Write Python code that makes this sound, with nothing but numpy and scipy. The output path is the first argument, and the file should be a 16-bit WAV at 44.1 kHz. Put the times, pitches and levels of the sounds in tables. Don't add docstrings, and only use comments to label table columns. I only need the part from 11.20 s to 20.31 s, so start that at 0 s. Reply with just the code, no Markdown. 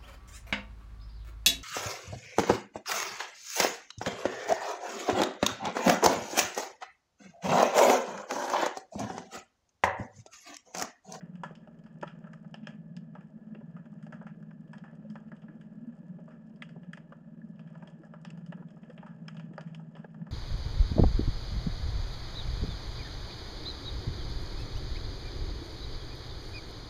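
import sys
import numpy as np
from scipy import signal
from scipy.fft import rfft, irfft, next_fast_len
from scipy.io import wavfile
from scipy.ndimage import uniform_filter1d, map_coordinates

SR = 44100
rng = np.random.default_rng(int(sys.argv[2]) if len(sys.argv) > 2 else 0)


def output_pcm(signal):
    pcm = np.clip(np.atleast_2d(signal).T, -1, 1) * 32767
    wavfile.write(sys.argv[1], SR, np.round(pcm).astype(np.int16))


N = 401751


def amp(db):
    return 10 ** (np.asarray(db) / 20)


def unit(x):
    return x / np.sqrt(np.mean(x ** 2) + 1e-20)


def curve(rows):
    return np.interp(np.arange(N) / SR, *np.transpose(rows))


def wobble(per_second):
    position = np.arange(N) * per_second / SR
    coarse = position[::64]
    values = rng.standard_normal(int(N * per_second / SR) + 4)
    return np.interp(position, coarse, map_coordinates(values, [coarse]))


def filtered(x, response):
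    size = next_fast_len(len(x) + 8192)
    return irfft(rfft(x, size) * response(np.fft.rfftfreq(size, 1 / SR)), size)[:len(x)]


def coloured(x, points):
    pitch_hz, db = np.transpose(points)
    return unit(filtered(x, lambda hz: amp(np.interp(np.log(hz + 1), np.log(pitch_hz), db))))


def add(track, start_s, sound):
    start = max(round(start_s * SR), 0)
    part = sound[:max(len(track) - start, 0)]
    track[start:start + len(part)] += part


# pitch_hz, relative_level_db
WASH_TONE = [(20, -8), (45, -16), (100, -18.5), (280, 4), (400, -2), (520, -4.5), (720, -21.5), (1200, -22),
             (3000, -51.5)]
RINGING_TONE = [(430, -13), (560, -7.5), (620, -0.5), (700, -17), (1400, -43), (1640, -18.5), (1730, -8),
                (1790, -25.5), (2000, -69.5)]
HISS_TONE = [(100, -22), (4000, 8), (9000, -0.5), (15500, -13.5)]

def background(wash_db=-67, ring_db=-69, hiss_db=-95):
    t = np.arange(N) / SR
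    wash = coloured(rng.standard_normal(N), WASH_TONE) * amp(wash_db + wobble(2.3) + 3.5 * wobble(24))
    ring = coloured(rng.standard_normal(N), RINGING_TONE) * amp(ring_db)
    hum = amp(-80) * np.sin(2 * np.pi * 64.6 * t) + amp(-84) * np.sin(2 * np.pi * 73.7 * t)
    hiss = coloured(rng.standard_normal(N), HISS_TONE) * amp(hiss_db)
    return wash + ring + np.sqrt(2) * hum + hiss


# pitch_hz, width_hz, relative_level_db
CASE_RINGS = [(302, 550, -0.5), (600, 147, 8.5), (824, 180, 3), (970, 110, 1.5), (1200, 90, -2.5),
              (1324, 285, 0.5), (1689, 240, 2), (1940, 270, -11.5), (2514, 570, -11.5), (2885, 650, -10.5),
              (3224, 190, -12.5), (4690, 680, -22.5), (5140, 650, -19.5), (6660, 1600, -26),
              (7800, 1600, -31.5), (9640, 970, -38.5)]

def case_response(hz, boosts_db=np.zeros(len(CASE_RINGS))):
    power = sum(amp(2 * (db + boost)) / (1 + (2 * (hz - pitch) / width) ** 2) ** 2
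                for (pitch, width, db), boost in zip(CASE_RINGS, boosts_db))
    cepstrum = irfft(np.log(power) / 2)
    cepstrum[1:] *= 2
    cepstrum[len(cepstrum) // 2:] = 0
    return np.exp(rfft(cepstrum))


def crackle(per_second, fade_s):
    sizes = (rng.random(N) < per_second / SR) * amp(rng.uniform(-14, 0, N))
    power_fade = amp(-120 * np.arange(SR // 8) / SR / fade_s)
    power = signal.fftconvolve(sizes ** 2, power_fade)[:N]
    return np.sqrt(np.abs(power)) * rng.standard_normal(N)


# time_s, relative_level_db
FAR_LEVEL = [(0.0, -66), (0.78, -68.5), (0.99, -65), (1.67, -70.5), (2.41, -68), (2.97, -66), (3.14, -69),
             (4.03, -67), (5.53, -68), (5.6, -67), (6.24, -69.5), (6.6, -63.5), (6.88, -68.5), (7.2, -66),
             (8.17, -65.5), (8.3, -63.5), (8.78, -67), (9.11, -67.5)]
# pitch_hz, relative_level_db
FAR_TONE = [(200, 0), (500, 1.5), (1000, -3.5), (1750, -4.5), (2200, -4.5), (5000, -8.5), (7500, -0.5),
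            (9000, -13)]

def far_snaps(frying_db=-0.5, tick_db=-13, fizz_db=-26):
    frying = coloured(filtered(crackle(per_second=750, fade_s=0.043), case_response), FAR_TONE)
    ticks = coloured(filtered(crackle(per_second=31, fade_s=0.02), case_response), FAR_TONE)
    short_ticks = filtered(crackle(per_second=22, fade_s=0.014), case_response)
    fizz = coloured(short_ticks, [(1200, -40), (2600, -14), (5000, -3), (7500, 3), (10000, 5)])
    return amp(curve(FAR_LEVEL)) * (amp(frying_db) * frying + amp(tick_db) * ticks + amp(fizz_db) * fizz)


# start_s, pitch_hz, relative_level_db
BUBBLES = [(1.366, 335, -58), (2.346, 403, -45), (3.848, 544, -44), (3.895, 211, -33), (4.288, 297, -44),
           (4.336, 313, -52), (4.637, 241, -36.5), (4.673, 225, -30), (6.216, 1700, -52.5),
           (6.235, 206, -46), (6.796, 320, -44), (7.695, 493, -41.5), (8.306, 300, -51)]

def bubbles(fade_at_500_hz_s=0.057, rise_cycles=2.8, glide=0.63):
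    track, t = np.zeros(N), np.arange(SR // 6) / SR
    for start_s, hz, db in BUBBLES:
        fade_s = fade_at_500_hz_s * (500 / hz) ** 0.54
        swell = amp(db + 6 - 60 * t / fade_s) * (1 - np.exp(-t * hz / rise_cycles))
        add(track, start_s, swell * np.sin(2 * np.pi * hz * t * (1 + glide * t)))
    return track


# time_s, lag_beats
ENGINE_LAG = [(0, -0.28), (2.6, -0.23), (3.8, -0.0083), (4.8, 0.06), (8, -0.2783), (9.1, -0.29)]
# multiple_of_beat, relative_level_db
ENGINE_NOTES = [(7, -18), (8, -10), (9, 0), (10, -5), (11, -11), (12, -2.5), (13, -6), (14, -19)]
# peak_s, multiple_of_beat
DRONES = [(0.17, 10), (1.77, 10), (2.32, 12), (2.55, 10), (3.02, 10), (3.92, 12), (4.68, 13), (4.92, 10),
          (5.68, 10), (7.38, 10), (8.6, 9)]
# pitch_hz, relative_level_db
RUMBLE_TONE = [(60, -39.5), (105, -28), (135, -12.5), (160, 3.5), (185, 2), (235, 3), (265, -19),
               (310, -13), (450, -72)]
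# time_s, relative_level_db
DEEP_LEVEL = [(0.0, -49), (0.18, -44), (0.45, -58), (0.81, -49), (1.53, -50.5), (1.77, -44.5), (2.19, -57),
              (2.58, -44.5), (2.67, -57), (2.76, -48), (4.77, -54), (4.92, -44), (5.13, -55), (5.31, -56),
              (5.64, -44.5), (5.91, -55.5), (6.54, -46.5), (6.87, -54.5), (7.08, -46), (7.35, -43),
              (7.59, -54), (8.27, -42.5), (8.37, -51.5), (8.46, -41.5), (8.64, -46), (8.95, -50.5),
              (9.02, -40), (9.1, -54)]
UPPER_LEVEL = [(0.0, -55.5), (0.54, -54.5), (1.35, -51.5), (1.44, -44.5), (1.68, -53.5), (1.86, -48),
               (2.01, -54), (2.37, -42.5), (2.49, -55.5), (2.76, -48), (3.75, -52), (3.9, -42.5),
               (4.05, -48), (4.5, -50.5), (4.58, -43.5), (4.8, -53.5), (5.34, -50), (5.91, -57),
               (6.24, -46.5), (6.48, -55), (7.89, -53.0), (8.28, -50.5), (8.37, -56), (9.09, -50.5)]

def engine(beat_hz=17.92, spread=0.36, drone_db=9, drone_s=0.08, rumble_db=-4.5, split_hz=197.1):
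    t = np.arange(N) / SR
    beat_phase = 2 * np.pi * (beat_hz * t - curve(ENGINE_LAG))
    notes = np.zeros(N)
    for multiple, db in ENGINE_NOTES:
        drone = sum(np.exp(-((t - peak_s) / drone_s) ** 2) for peak_s, note in DRONES if note == multiple)
        phase = multiple * beat_phase - spread * (multiple - 10) ** 2 / 2 + 0.42 * wobble(3.3)
        notes += amp(db + drone_db * drone) * np.cos(phase)
    rumble = unit(coloured(rng.standard_normal(N), RUMBLE_TONE) * (1 + 0.5 * np.cos(beat_phase)))
    strokes = (unit(notes) + amp(rumble_db) * rumble) * amp(2.24 * wobble(20))
    deep = filtered(strokes, lambda hz: 1 / (1 + (hz / split_hz) ** 20))
    upper = strokes - deep
    steady = lambda x: x / np.sqrt(np.abs(uniform_filter1d(x * x, size=SR // 9)) + 1e-9)
    throb = amp(curve(DEEP_LEVEL)) * steady(deep) + amp(curve(UPPER_LEVEL) - 1.5) * steady(upper)
    return filtered(throb, lambda hz: 1 / (1 + (hz / 600) ** 4))


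# start_s, pitch_hz, level_db, fade_s
PINGS = [(0.235, 955, -22.5, 0.011), (0.238, 1707, -42, 0.13), (0.8306, 584, -28.5, 0.056),
         (0.832, 970, -32.5, .04), (0.83, 6700, -44, 0.0058), (0.835, 1770, -47, .11),
         (0.878, 3270, -42, 0.012), (1.343, 5140, -45, 0.011), (1.344, 1740, -45, 0.042),
         (1.343, 3140, -43, 0.019), (1.47, 3170, -40, .022), (1.471, 5300, -40.5, 0.0096),
         (2.351, 2730, -49, 0.016), (2.926, 610, -46, 0.072), (3.067, 1684, -45.5, 0.039),
         (3.679, 1736, -57, 0.12), (3.955, 573, -46, .06), (4.283, 1700, -57, 0.13),
         (5.422, 2000, -29, 0.014), (5.421, 3400, -39, 0.009), (5.7336, 1744, -33.5, .022),
         (5.733, 3210, -47, 0.028), (5.923, 557, -47.5, 0.072), (7.05, 7360, -47, 0.0059),
         (7.104, 2950, -40, .008), (7.104, 7340, -46.5, .007), (7.324, 636, -43.5, .05),
         (7.486, 3300, -59.5, .02), (8.083, 3190, -39, .018), (8.083, 5180, -35.5, 0.0098),
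         (8.381, 627, -37.5, 0.053), (8.381, 820, -37, 0.022), (8.381, 4770, -42, 0.0076),
         (8.547, 3010, -41, 0.01), (8.845, 446, -42, 0.04)]

def pings(attack_s=0.00033):
    track, t = np.zeros(N), np.arange(SR // 6) / SR
    for start_s, hz, db, fade_s in PINGS:
        loudness = amp(db - 60 * t / fade_s) * (1 - np.exp(-t / attack_s))
        add(track, start_s, loudness * np.sin(2 * np.pi * hz * t))
    return track


# start_s, relative_level_db, pitch_hz, brightness_db_per_octave, echo_db
SNAPS = [(0.008, -56.5, 2080, -1.5, -4), (0.154, -63, 3370, 3, -10), (0.235, -39, 1220, 0.5, -3),
         (0.307, -49.5, 544, -11, -25), (0.3517, -59.5, 3300, 4, -5), (0.473, -52.5, 473, -2, -15),
         (0.589, -73, 3120, 5, -16), (0.638, -70, 4400, 4, -12), (0.661, -60.5, 1270, 3, -3.5),
         (0.813, -61, 3430, 7.5, -11), (0.8255, -44.5, 1390, -1, -12), (0.8302, -37.5, 1200, -2, -9),
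         (0.8696, -54.5, 1400, 0.5, 1.5), (0.8765, -52.5, 3250, 1.5, -4.5), (1.039, -57, 1290, -5, -1.5),
         (1.068, -53.5, 1430, -5.5, -7), (1.1323, -53, 1600, 3, -8), (1.245, -58, 1510, -3, -16),
         (1.3418, -46, 3800, -0.5, -10), (1.43, -69, 2800, 2, 5.5), (1.4705, -43.5, 2860, 0.5, -6),
         (1.7655, -55.5, 3770, 6, -12.5), (1.951, -48.5, 1290, -2.5, -5), (2.007, -61.5, 1540.0, 2, -5),
         (2.3477, -51.5, 2780, -5.5, -10), (2.407, -54.5, 400, -5.5, -13), (2.565, -54, 1490, -2, -5.5),
         (2.655, -62.5, 1430, 0, -10), (2.727, -64, 1000, -1, -8), (2.8256, -62.5, 1460, 7.5, -4),
         (2.865, -52.5, 616, 1, -15), (2.9237, -48, 1490, 1, -4), (3.0126, -50.5, 1310, -5.5, -2.5),
         (3.0666, -51, 1790, 0, -3.5), (3.226, -64, 1500, 3.5, -16), (3.3086, -57.5, 1330, -2, -13),
         (3.477, -78.5, 3000, 8, -6), (3.5318, -49, 1160, 2, -6.5), (3.573, -66, 2900, 0, -8),
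         (3.5813, -57.5, 4100, 1, -11), (3.6379, -53.5, 1310, -1, 1), (3.678, -65, 1700, -2, 3),
         (3.7286, -55.5, 398, -3, -13), (3.752, -75.5, 6840, 5, -21), (3.9, -62.5, 5200, 4.5, -8),
         (3.9542, -48.5, 1260, 0, -7.5), (4.082, -72.5, 2900, 2, -16), (4.117, -49.5, 1570, -3.5, -8.5),
         (4.164, -71.5, 2940, 10, -6), (4.218, -69, 2960, 3.5, 0), (4.233, -62.5, 1000, -4, -12),
         (4.2815, -60.5, 1820, -3, -0.5), (4.411, -63, 1890, 6, -4), (4.9851, -54.5, 513, -5.5, -1),
         (5.0773, -54.5, 1120, -6, -5.5), (5.087, -70, 6500, 0.5, -6), (5.105, -65.5, 1300, 0.5, 7.5),
         (5.359, -72, 5140, 3.5, -11), (5.4225, -45.5, 2500, 3.5, -11.5), (5.4896, -60, 2200, 4, -3.5),
         (5.5602, -52, 664, -8.5, -15), (5.6316, -63.5, 2950, -1.5, -5), (5.7313, -50.5, 1850, 6, -8.5),
         (5.772, -50, 2010, 1.0, -12.5), (5.922, -50, 1280, -3, -11.5), (6.287, -86, 6500, 17, -7),
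         (6.358, -77, 2900, 8, -12), (6.3924, -56, 3400.0, -1, -9.5), (6.472, -65.5, 3000, -0.5, 2.5),
         (6.5514, -54.5, 1360, -1.5, -9), (6.623, -51.5, 1240, -3.5, -8), (6.673, -55.5, 3610.0, 0.5, -7),
         (6.699, -69, 7000, 3.5, -13), (6.834, -56, 7000, -5.5, 0), (6.849, -76, 7000, 8, -7),
         (6.9364, -49.5, 1290, -2.5, -6.5), (7.014, -79, 6700, 9, -7), (7.0487, -49, 3670, 1, -6.5),
         (7.1026, -56, 3040, 6.5, -18), (7.1746, -60.5, 6200, 0, -9), (7.262, -63, 5800, 3.5, -8),
         (7.3225, -47, 1560, -1, -13), (7.3737, -62.5, 1340, -3.5, 2), (7.423, -57, 1000, -4, -20),
         (7.485, -74, 3010.0, 5, -11), (7.505, -64, 5300, 1, -9), (7.567, -60.5, 1410, -8, -10),
         (7.632, -58, 2670, -3.5, -6.5), (7.6988, -53.5, 447, 1.5, -10), (7.777, -52.5, 2720, -1.5, -4),
         (7.827, -49, 980, -4, -5.5), (7.8629, -52, 1250, 1, -1), (7.948, -84, 6000, 1, -9),
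         (8.0809, -47.5, 1900, 5, -10), (8.1458, -60, 6700, -1, -4), (8.1675, -54.5, 3200.0, 0.5, -7.5),
         (8.196, -52.5, 2980, 1.5, -6.5), (8.307, -54, 990, -16, -15), (8.3343, -56.5, 405, 0.5, -9),
         (8.3786, -42, 1420, -2.5, -7.5), (8.4091, -55.5, 4740, 3, -9), (8.4723, -61.5, 2070, 3, -1),
         (8.547, -53, 3570, 4.5, -13.5), (8.594, -56, 1100, -8, -5), (8.601, -84, 7000, 11, -9),
         (8.752, -53, 3340, -3.5, -6), (8.765, -56.5, 1060.0, 1.5, 0), (8.8429, -47, 1090, -3, -21),
         (8.903, -71, 2900, -2, -7), (8.9432, -57.5, 1200.0, 0, -14), (9.014, -60, 2450, -6.5, -12),
         (9.067, -55, 1230, -1.5, -6)]

def snap_clicks(offset_db=-31, fade_s=0.006):
    track, t = np.zeros(N), np.arange(SR // 100) / SR
    for start_s, db, _, brightness, _ in SNAPS:
        loudness = amp(db + offset_db + 2 * brightness - 60 * t / fade_s)
        add(track, start_s, loudness * rng.standard_normal(len(t)))
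    return signal.sosfilt(signal.butter(2, (6000, 12000), "band", fs=SR, output="sos"), track)


# low_hz, high_hz
SNAP_BANDS = [(320, 1075), (1100, 2200), (1950, 3800), (3800, 12000)]

def near_snaps(attack_s=0.0005, crack_fade_s=0.0045, echo_fade_s=0.28, near_db=-46,
               pitch_boost_db=8.5, pitch_width_octaves=0.51, treble_hz=3800, treble_loss_db_per_s=70):
    size = SR // 4
    t, hz = np.arange(size) / SR, np.fft.rfftfreq(size, 1 / SR)
    octave = np.log2(np.clip(hz, 350, 7500))
    onset = 1 - np.exp(-(t / attack_s) ** 2)
    filters = [signal.butter(3, edges, "band", fs=SR, output="sos") for edges in SNAP_BANDS]
    bands = np.array([signal.sosfreqz(sos, hz, fs=SR)[1] for sos in filters])
    high_hz = np.array(SNAP_BANDS)[:, 1:]
    hold_s = 0.005 * np.sqrt(1000 / high_hz)
    ring_fade_s = 0.044 * (1000 / high_hz) ** 0.039
    ring_fades = amp(-60 * np.maximum(t - hold_s, 0) / ring_fade_s)
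    echo_shape = amp(-60 * t / echo_fade_s) * (1 - np.exp(-t / 0.0036))
    treble_fade = amp(-treble_loss_db_per_s * t)
    track = np.zeros(N)
    for start_s, db, pitch_hz, brightness, echo_db in SNAPS:
        pitch_bump = np.exp(-((octave - np.log2(pitch_hz)) / pitch_width_octaves) ** 2 / 2)
        snap_tone = amp(pitch_boost_db * pitch_bump + brightness * (octave - octave.mean()))
        body = bands * case_response(hz, rng.normal(0, 2, len(CASE_RINGS))) * snap_tone
        crack_db = 14 + (db - near_db) + 8 * np.log2(pitch_hz / 2000)
        crack = amp(crack_db - 60 * t / crack_fade_s)
        bursts = rng.standard_normal(ring_fades.shape) * onset * (crack + ring_fades)
        rings = irfft(rfft(bursts) * body, size)
        band_shares = np.linalg.norm(body, axis=1, keepdims=True)
        ring = (rings / rings.std(axis=1, keepdims=True) * band_shares).sum(axis=0)
        ring /= ring[t < 0.014].std()
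        echo_tone = np.linalg.norm(body, axis=0) * amp(1.24 * octave)
        clumps = amp(1.5 * unit(uniform_filter1d(rng.standard_normal(size), size=SR // 300)))
        scattered = unit(irfft(rfft(clumps * rng.standard_normal(size)) * echo_tone, size))
        dull = irfft(rfft(scattered) / (1 + (hz / treble_hz) ** 8), size)
        echo = echo_shape * (dull + treble_fade * (scattered - dull))
        add(track, start_s, amp(db - 0.6) * (ring + amp(echo_db) * echo))
    return track


def scene():
    return (engine() + near_snaps() + snap_clicks() + pings() + far_snaps()
            + bubbles() + background())[None]


def record(dry):
    return np.array([filtered(x, lambda hz: hz < 15800) for x in dry])


dry = scene()
out = record(dry)
output_pcm(out)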